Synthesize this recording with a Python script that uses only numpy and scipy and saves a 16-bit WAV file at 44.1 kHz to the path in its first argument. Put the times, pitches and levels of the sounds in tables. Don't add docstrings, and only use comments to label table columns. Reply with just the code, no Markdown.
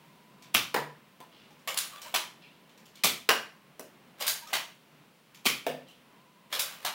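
import sys
import numpy as np
from scipy import signal
from scipy.fft import rfft, irfft, next_fast_len
from scipy.io import wavfile
from scipy.ndimage import map_coordinates

SR = 44100
rng = np.random.default_rng(int(sys.argv[2]) if len(sys.argv) > 2 else 0)


def transcribe(signal):
    frames = np.atleast_2d(signal).T
    limited = np.clip(frames, -1, 1)
    pcm = np.round(limited * 32767).astype(np.int16)
    wavfile.write(sys.argv[1], SR, pcm)


N = 306054


def amp(db):
    return 10 ** (np.asarray(db) / 20)


def unit_rms(x):
    return x / np.sqrt(np.mean(x ** 2) + 1e-20)


def along(points, hz):
    f, v = np.transpose(points)
    return np.interp(np.log(hz + 1), np.log(f + 1), v)


def curve(rows, column=1):
    rows = np.array(rows)
    return np.interp(np.arange(N) / SR, rows[:, 0], rows[:, column])


def wobble(rate_hz, size=N):
    knots = rng.standard_normal(int(size * rate_hz / SR) + 4)
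    return map_coordinates(knots, [np.arange(size) * rate_hz / SR])


def coloured(x, gain_db):
    m = next_fast_len(len(x) + 8192)
    cepstrum = irfft(np.maximum(gain_db(np.fft.rfftfreq(m, 1 / SR)), -100) * np.log(10) / 20, m)
    cepstrum[1:m // 2] *= 2
    cepstrum[m // 2 + 1:] = 0
    return irfft(rfft(x, m) * np.exp(rfft(cepstrum)), m)[:len(x)]


def lift_db(modes, hz):
    return sum(db / (1 + (2 * (hz - centre) / width) ** 2) for centre, width, db in modes)


# f/Hz, t60/s
ROOM_T60 = [(120, 0.56), (320, 0.35), (840, 0.37), (2200, 0.36), (6000, 0.34), (15000, 0.28)]
def room_tail(rise_s):
    hz, t, bands = signal.stft(rng.standard_normal(SR * 2 // 3), SR, nperseg=256)
    tail = signal.istft(bands * amp(-60 * t / along(ROOM_T60, hz)[:, None]), SR, nperseg=256)[1]
    age = np.arange(len(tail)) / SR
    tail *= 1 - np.exp(-(age / rise_s) ** 2)
    tail *= amp(4 * wobble(800, len(tail)) * np.exp(-age / .05))
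    return tail / np.linalg.norm(tail)


def contacts(events, spectrum, modes, spiky_db, edge_db):
    out, t = np.zeros(N + SR), np.arange(SR // 8) / SR
    for s, room_db, direct_db, deep_db, bass_db, treble_db, rattle_s in events:
        ripple_db = 2.92 * rng.standard_normal(100)

        def tone_db(hz):
            return (along(spectrum, hz) + lift_db(modes, hz)
                    + deep_db / (1 + (hz / 280) ** 4)
                    + bass_db / (1 + (hz / 900) ** 4)
                    + treble_db / (1 + (5000 / (hz + 1)) ** 4)
                    - 14 / (1 + (hz / 105) ** 6)
                    + np.interp(hz, np.linspace(0, SR / 2, len(ripple_db)), ripple_db))

        swell = t / rattle_s * np.exp(-t / rattle_s)
        rattle = rng.standard_normal(len(t)) * amp(spiky_db * rng.standard_normal(len(t))) * swell
        direct = coloured(rattle, lambda hz: tone_db(hz) + edge_db / (1 + (2500 / (hz + 1)) ** 2))
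        room = coloured(room_tail(0.00034 + 3 * rattle_s), tone_db)
        heard = amp(room_db) * room / np.linalg.norm(room)
        heard[:len(t)] += amp(direct_db) * direct / np.linalg.norm(direct)
        out[round(s * SR):][:len(heard)] += heard
    return out[:N]


def voiced(events, direct_db, deep_db, bass_db, treble_db):
    return [(s, db, db + direct_db, deep_db, bass_db, treble_db, rattle_s) for s, db, rattle_s in events]


def rings(tones, rise_s):
    out, t = np.zeros(N + SR), np.arange(SR // 2) / SR
    for s, hz, db, t60_s in tones:
        phase = 2 * np.pi * np.cumsum(hz * (1 + .035 * wobble(120, len(t)))) / SR
        decay = amp(db - 60 * t / t60_s + 1.3 * wobble(41.6, len(t)))
        out[round(s * SR):][:len(t)] += decay * (1 - np.exp(-t / rise_s)) * np.sin(phase)
    return out[:N]


# f/Hz, gain/dB
AIR_SPECTRUM = [(15, -67), (25, -40.5), (38, -28), (108, -22.5), (141, -4.5), (212, -5), (309, -11.5),
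                (591, -13.5), (796, -16.5), (988, -14.5), (1650, -19), (2760, -19), (6560, -32),
                (14800, -33.5), (16000, -25.5)]
# t/s, level/dB
AIR_ENVELOPE = [(0, -57.5), (.62, -60), (1.89, -58.5), (3.17, -60), (4.42, -59), (6.94, -60)]
def room_air():
    hum = coloured(rng.standard_normal(N),
                   lambda hz: along(AIR_SPECTRUM, hz) - 10 * np.log10(1 + (hz / 3000) ** 4))
    hiss = coloured(rng.standard_normal(N),
                    lambda hz: along(AIR_SPECTRUM, hz) - 10 * np.log10(1 + (3000 / (hz + 1)) ** 4))
    return amp(curve(AIR_ENVELOPE)) * unit_rms(amp(1.5 * wobble(6)) * hum + hiss)


# t/s, f/Hz, level/dB
WHINE_TRACK = [(0, 950, -67), (.5, 1015, -64), (1.3, 997, -76), (2.6, 985, -71), (3.7, 1056, -72),
               (4.5, 977, -100), (5.9, 915, -95), (6.15, 1017, -64), (6.5, 984, -65), (6.94, 980, -78)]
def outside_whine():
    phase = 2 * np.pi * np.cumsum(curve(WHINE_TRACK) + 35 * wobble(60)) / SR
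    return amp(curve(WHINE_TRACK, column=2) + 1.7 * wobble(30)) * np.sin(phase)


# f/Hz, width/Hz, lift/dB
BODY_MODES = [(563, 140, 4.4), (1130, 310, 4.3), (1575, 48, 3.8), (2153, 34, 4), (2910, 31, 1.4),
              (4000, 68, 5.4), (7200, 270, 3.9), (9250, 180, 6.2), (12300, 200, 2.7)]
def rubbing(strokes, spectrum, rise_s, fade_db_per_s, grain_db, room_db):
    t, pressure = np.arange(N) / SR, np.zeros(N)
    for s, hold_s, db in strokes:
        swell = np.clip((t - s) / rise_s, 0, 1) ** 2
        pressure += swell * amp(db - fade_db_per_s * np.maximum(t - s - rise_s - hold_s, 0))
    grains = unit_rms(rng.standard_normal(N) * amp(grain_db * wobble(300)))
    friction = coloured(grains, lambda hz: along(spectrum, hz) + lift_db(BODY_MODES, hz))
    direct = pressure * unit_rms(friction)
    return direct + amp(room_db) * signal.fftconvolve(direct, room_tail(0.0044))[:N]


# t/s, hold/s, level/dB
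GRIP_STROKES = [(.41, 0.027, -71.5), (1.31, 0.066, -61.5), (2.41, .02, -61.5), (2.93, 0.044, -66),
                (5.86, 0.009, -64.5)]
# f/Hz, gain/dB
GRIP_SPECTRUM = [(1200, -18), (2300, -3.5), (2900, 3.5), (3700, -0.5), (5000, -8.5), (9000, -34)]
def grip_rustles():
    return rubbing(GRIP_STROKES, GRIP_SPECTRUM, rise_s=0.013, fade_db_per_s=117, grain_db=6, room_db=1.5)


# t/s, room level/dB, bass/dB, treble/dB
TICK_HITS = [(.422, -24, 8, 0), (1.505, -35, 14, 2), (1.59, -37, 1, 9), (2.016, -14, 15.5, 7),
             (2.692, -32.5, 1, -5), (2.775, -29.5, 1, 0), (2.855, -27.5, 1, 6), (2.954, -23, -4, -2),
             (4.471, -20, 13, 0), (5.345, -23.5, -4, 2), (5.883, -32, 1, 21)]
# f/Hz, gain/dB
TICK_SPECTRUM = [(300, -18.5), (1500, -9), (3000, -2), (6000, -5), (10000, -14.5), (16000, -12.5)]
# f/Hz, width/Hz, lift/dB
SHELL_MODES = [(250, 93, 2), (754, 67, -1), (1150, 130, 3), (2340, 140, 4), (3150, 120, 5), (3500, 50, 6.5),
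               (3900, 50, 2), (4500, 74, 3.5), (5900, 60, 5)]
def ticks(rattle_s=0.0031):
    hits = [(s, db, db - 3.5, 0, bass, treble, rattle_s) for s, db, bass, treble in TICK_HITS]
    return contacts(hits, TICK_SPECTRUM, SHELL_MODES, spiky_db=-3.5, edge_db=3.5)


# t/s, room level/dB, rattle/s
PLUNGER_SLIPS = [(.5395, -18, 0.0028), (3.036, 4, 0.0013), (5.445, -14, 0.0092)]
PLUNGER_SLAMS = [(.5435, 5.9, 0.00044), (3.041, 10.4, 0.00081), (5.455, 6.6, 0.0012)]
PLUNGER_REBOUNDS = [(.5497, 5.5, 0.000067), (.5555, 2, 0.0004), (.564, 0.5, 0.002), (3.047, -4.5, 0.0047),
                    (3.056, -2, 0.0025), (5.4605, 2, .0017), (5.4655, 4, 0.0018)]
# f/Hz, gain/dB
PLUNGER_SPECTRUM = [(35, -53), (60, -16), (124, -9), (281, -11.5), (579, -14), (1110, -8), (1200, -4.5),
                    (1620, -9), (2520, 1), (8320, -10.5), (14600, -9.5), (16000, -8)]
def plunger():
    hits = (voiced(PLUNGER_SLIPS, direct_db=-1, deep_db=-5, bass_db=-17, treble_db=-2)
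            + voiced(PLUNGER_SLAMS, direct_db=-10, deep_db=-5.5, bass_db=13.5, treble_db=6.5)
            + voiced(PLUNGER_REBOUNDS, direct_db=0, deep_db=1, bass_db=1, treble_db=-7.5))
    return contacts(hits, PLUNGER_SPECTRUM, SHELL_MODES, spiky_db=5.5, edge_db=0.5)


# t/s, f/Hz, level/dB
KNOCK_TONES = [(.543, 750, -31), (2.14, 718, -20.5), (4.529, 773, -23), (5.455, 720, -23),
               (6.848, 756, -25.5)]
def shell_knocks(t60_s=0.035):
    return rings([(*tone, t60_s) for tone in KNOCK_TONES], rise_s=0.00076)


# t/s, room level/dB, direct level/dB, deep/dB, bass/dB, treble/dB, rattle/s
DART_HITS = [(.742, 5.5, 2.5, 1.5, 1, -2.5, 0.0024), (1.203, -17.5, -23.5, 1, -1.5, 5.5, 0.0012),
             (3.2895, 12, 9.5, 6.5, -9, 3, 0.0019), (3.795, -12.5, -13, 5, 4.5, 16, 0.0013),
             (5.6656, 2.5, -1.5, 2, 2, 1, 0.00062)]
# f/Hz, gain/dB
DART_SPECTRUM = [(35, -56), (60, -26.5), (250, -5), (469, 0.5), (767, -4), (946, -2), (1410, -6.5),
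                 (1550, -5.5), (2840, -7.5), (7570, -23), (14200, -24), (16000, -18)]
# f/Hz, width/Hz, lift/dB
SURFACE_MODES = [
    [(490, 140, 7), (973, 54, 9), (1570, 63, 8.5), (1936, 77, 8.5), (3100, 1500, -6)],
    [(720, 150, 7), (1020, 60, 16)],
    [(448, 48, 8.5), (1070, 190, 2.5), (1560, 200, 11.5), (2250, 86, 6), (2840, 210, 6.5)],
    [(630, 320, 10.5), (2200, 760, 2)],
    [(245, 42, 7), (515, 153, 13), (685, 58, 11), (1050, 290, -5.5), (1777, 51, 8), (3320, 160, 7)],
]
def dart_thuds():
    return sum(contacts([hit], DART_SPECTRUM, modes, spiky_db=6, edge_db=0.5)
               for hit, modes in zip(DART_HITS, SURFACE_MODES))


# t/s, f/Hz, level/dB
PANEL_TONES = [(.781, 148.5, -38), (5.675, 254.5, -37.5), (5.69, 149.8, -43.5)]
def panel_booms(t60_s=.5):
    return rings([(*tone, t60_s) for tone in PANEL_TONES], rise_s=.03)


# t/s, f/Hz, level/dB, t60/s
PING_TONES = [(1.505, 815, -46, 0.08), (1.915, 1170, -43.5, .4), (1.972, 3360, -39, 0.082),
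              (2.052, 960, -36.5, 0.15), (2.052, 603, -45.5, 0.21), (2.429, 2324, -54.5, .32),
              (2.43, 2680, -53, 0.35), (4.42, 946, -40.5, 0.14), (4.425, 1660, -44, 0.11),
              (4.465, 1236, -40, 0.11), (5.884, 2940, -47, 0.15)]
def spring_pings():
    return rings(PING_TONES, rise_s=0.01)


# t/s, hold/s, level/dB
RAIL_STROKES = [(1.66, 0.16, -46.5), (1.89, 0.055, -57), (2.02, 0.02, -51.5), (4.17, .01, -43.5),
                (4.21, 0.035, -41.5), (4.46, 0.065, -49), (6.485, .01, -43.5), (6.54, 0.14, -47),
                (6.79, .02, -56.5)]
# f/Hz, gain/dB
RAIL_SPECTRUM = [(300, -16), (600, -3), (1200, -1.5), (3000, 0.5), (6000, -10.5), (12000, -13.5),
                 (16000, -7)]
def rail_scrapes():
    return rubbing(RAIL_STROKES, RAIL_SPECTRUM, rise_s=0.044, fade_db_per_s=119, grain_db=-4, room_db=-6)


# t/s, room level/dB, rattle/s
PULL_STARTS = [(1.674, -.5, 0.0031), (4.208, -3, 0.003), (6.525, 1, 0.0039)]
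PULL_JOLTS = [(1.7435, -17, .0012), (4.199, -17, 0.007), (4.222, -15, 0.0028), (6.6, -12, 0.0024)]
PULL_LATCHES = [(1.773, 3.54, 0.0028), (4.265, 1.4, 0.0038), (4.278, 4.1, 0.0021), (6.593, 3.2, 0.0026)]
# f/Hz, gain/dB
PULL_SPECTRUM = [(35, -46), (60, -16), (408, -16), (527, -7), (1660, -6.5), (1780, -7.5), (2090, -2),
                 (2470, -3.5), (3940, -1), (7940, -6.5), (12700, -5), (16000, -6.5)]
def slide_back():
    hits = (voiced(PULL_STARTS, direct_db=-5, deep_db=-13, bass_db=4, treble_db=-7.5)
            + voiced(PULL_JOLTS, direct_db=5, deep_db=-3, bass_db=3, treble_db=2)
            + voiced(PULL_LATCHES, direct_db=-3.5, deep_db=3.5, bass_db=-14, treble_db=2))
    return contacts(hits, PULL_SPECTRUM, BODY_MODES, spiky_db=3, edge_db=-3)


# t/s, room level/dB, rattle/s
STOP_HITS = [(2.141, 3.5, 0.003), (2.148, 2.5, 0.0017), (4.53, 0.5, 0.0023), (4.536, 2.5, 0.0029),
             (6.848, 0.5, 0.0031), (6.858, -5, 0.0043)]
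# f/Hz, gain/dB
STOP_SPECTRUM = [(35, -41), (60, -35.5), (330, -20.5), (398, -11), (469, -20.5), (607, -8.5), (924, -3),
                 (1410, -3.5), (2900, -1), (7940, -11.5), (14600, -14), (16000, -11)]
# f/Hz, width/Hz, lift/dB
STOP_MODES = [(635, 58, 4), (976, 55, 3.3), (1190, 160, 3.7), (1530, 42, 1.8), (2320, 28, 2.4),
              (2930, 110, 1.2), (3050, 48, 1.8), (3960, 330, 3.4)]
def slide_home():
    hits = voiced(STOP_HITS, direct_db=-3, deep_db=4.5, bass_db=3.5, treble_db=1)
    return contacts(hits, STOP_SPECTRUM, STOP_MODES, spiky_db=5.5, edge_db=0)


def scene():
    impacts = plunger() + ticks() + slide_back() + slide_home() + dart_thuds()
    friction = rail_scrapes() + grip_rustles()
    ringing = panel_booms() + shell_knocks() + spring_pings()
    return (impacts + friction + ringing + room_air() + outside_whine())[None]


def record(dry, cutoff_hz=15850):
    m = next_fast_len(N + 4096)
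    slope = np.clip((cutoff_hz + 150 - np.fft.rfftfreq(m, 1 / SR)) / 300, 0, 1)
    return irfft(rfft(dry, m) * np.sin(slope * np.pi / 2) ** 2, m)[:, :N]


dry = scene()
out = record(dry)
transcribe(out)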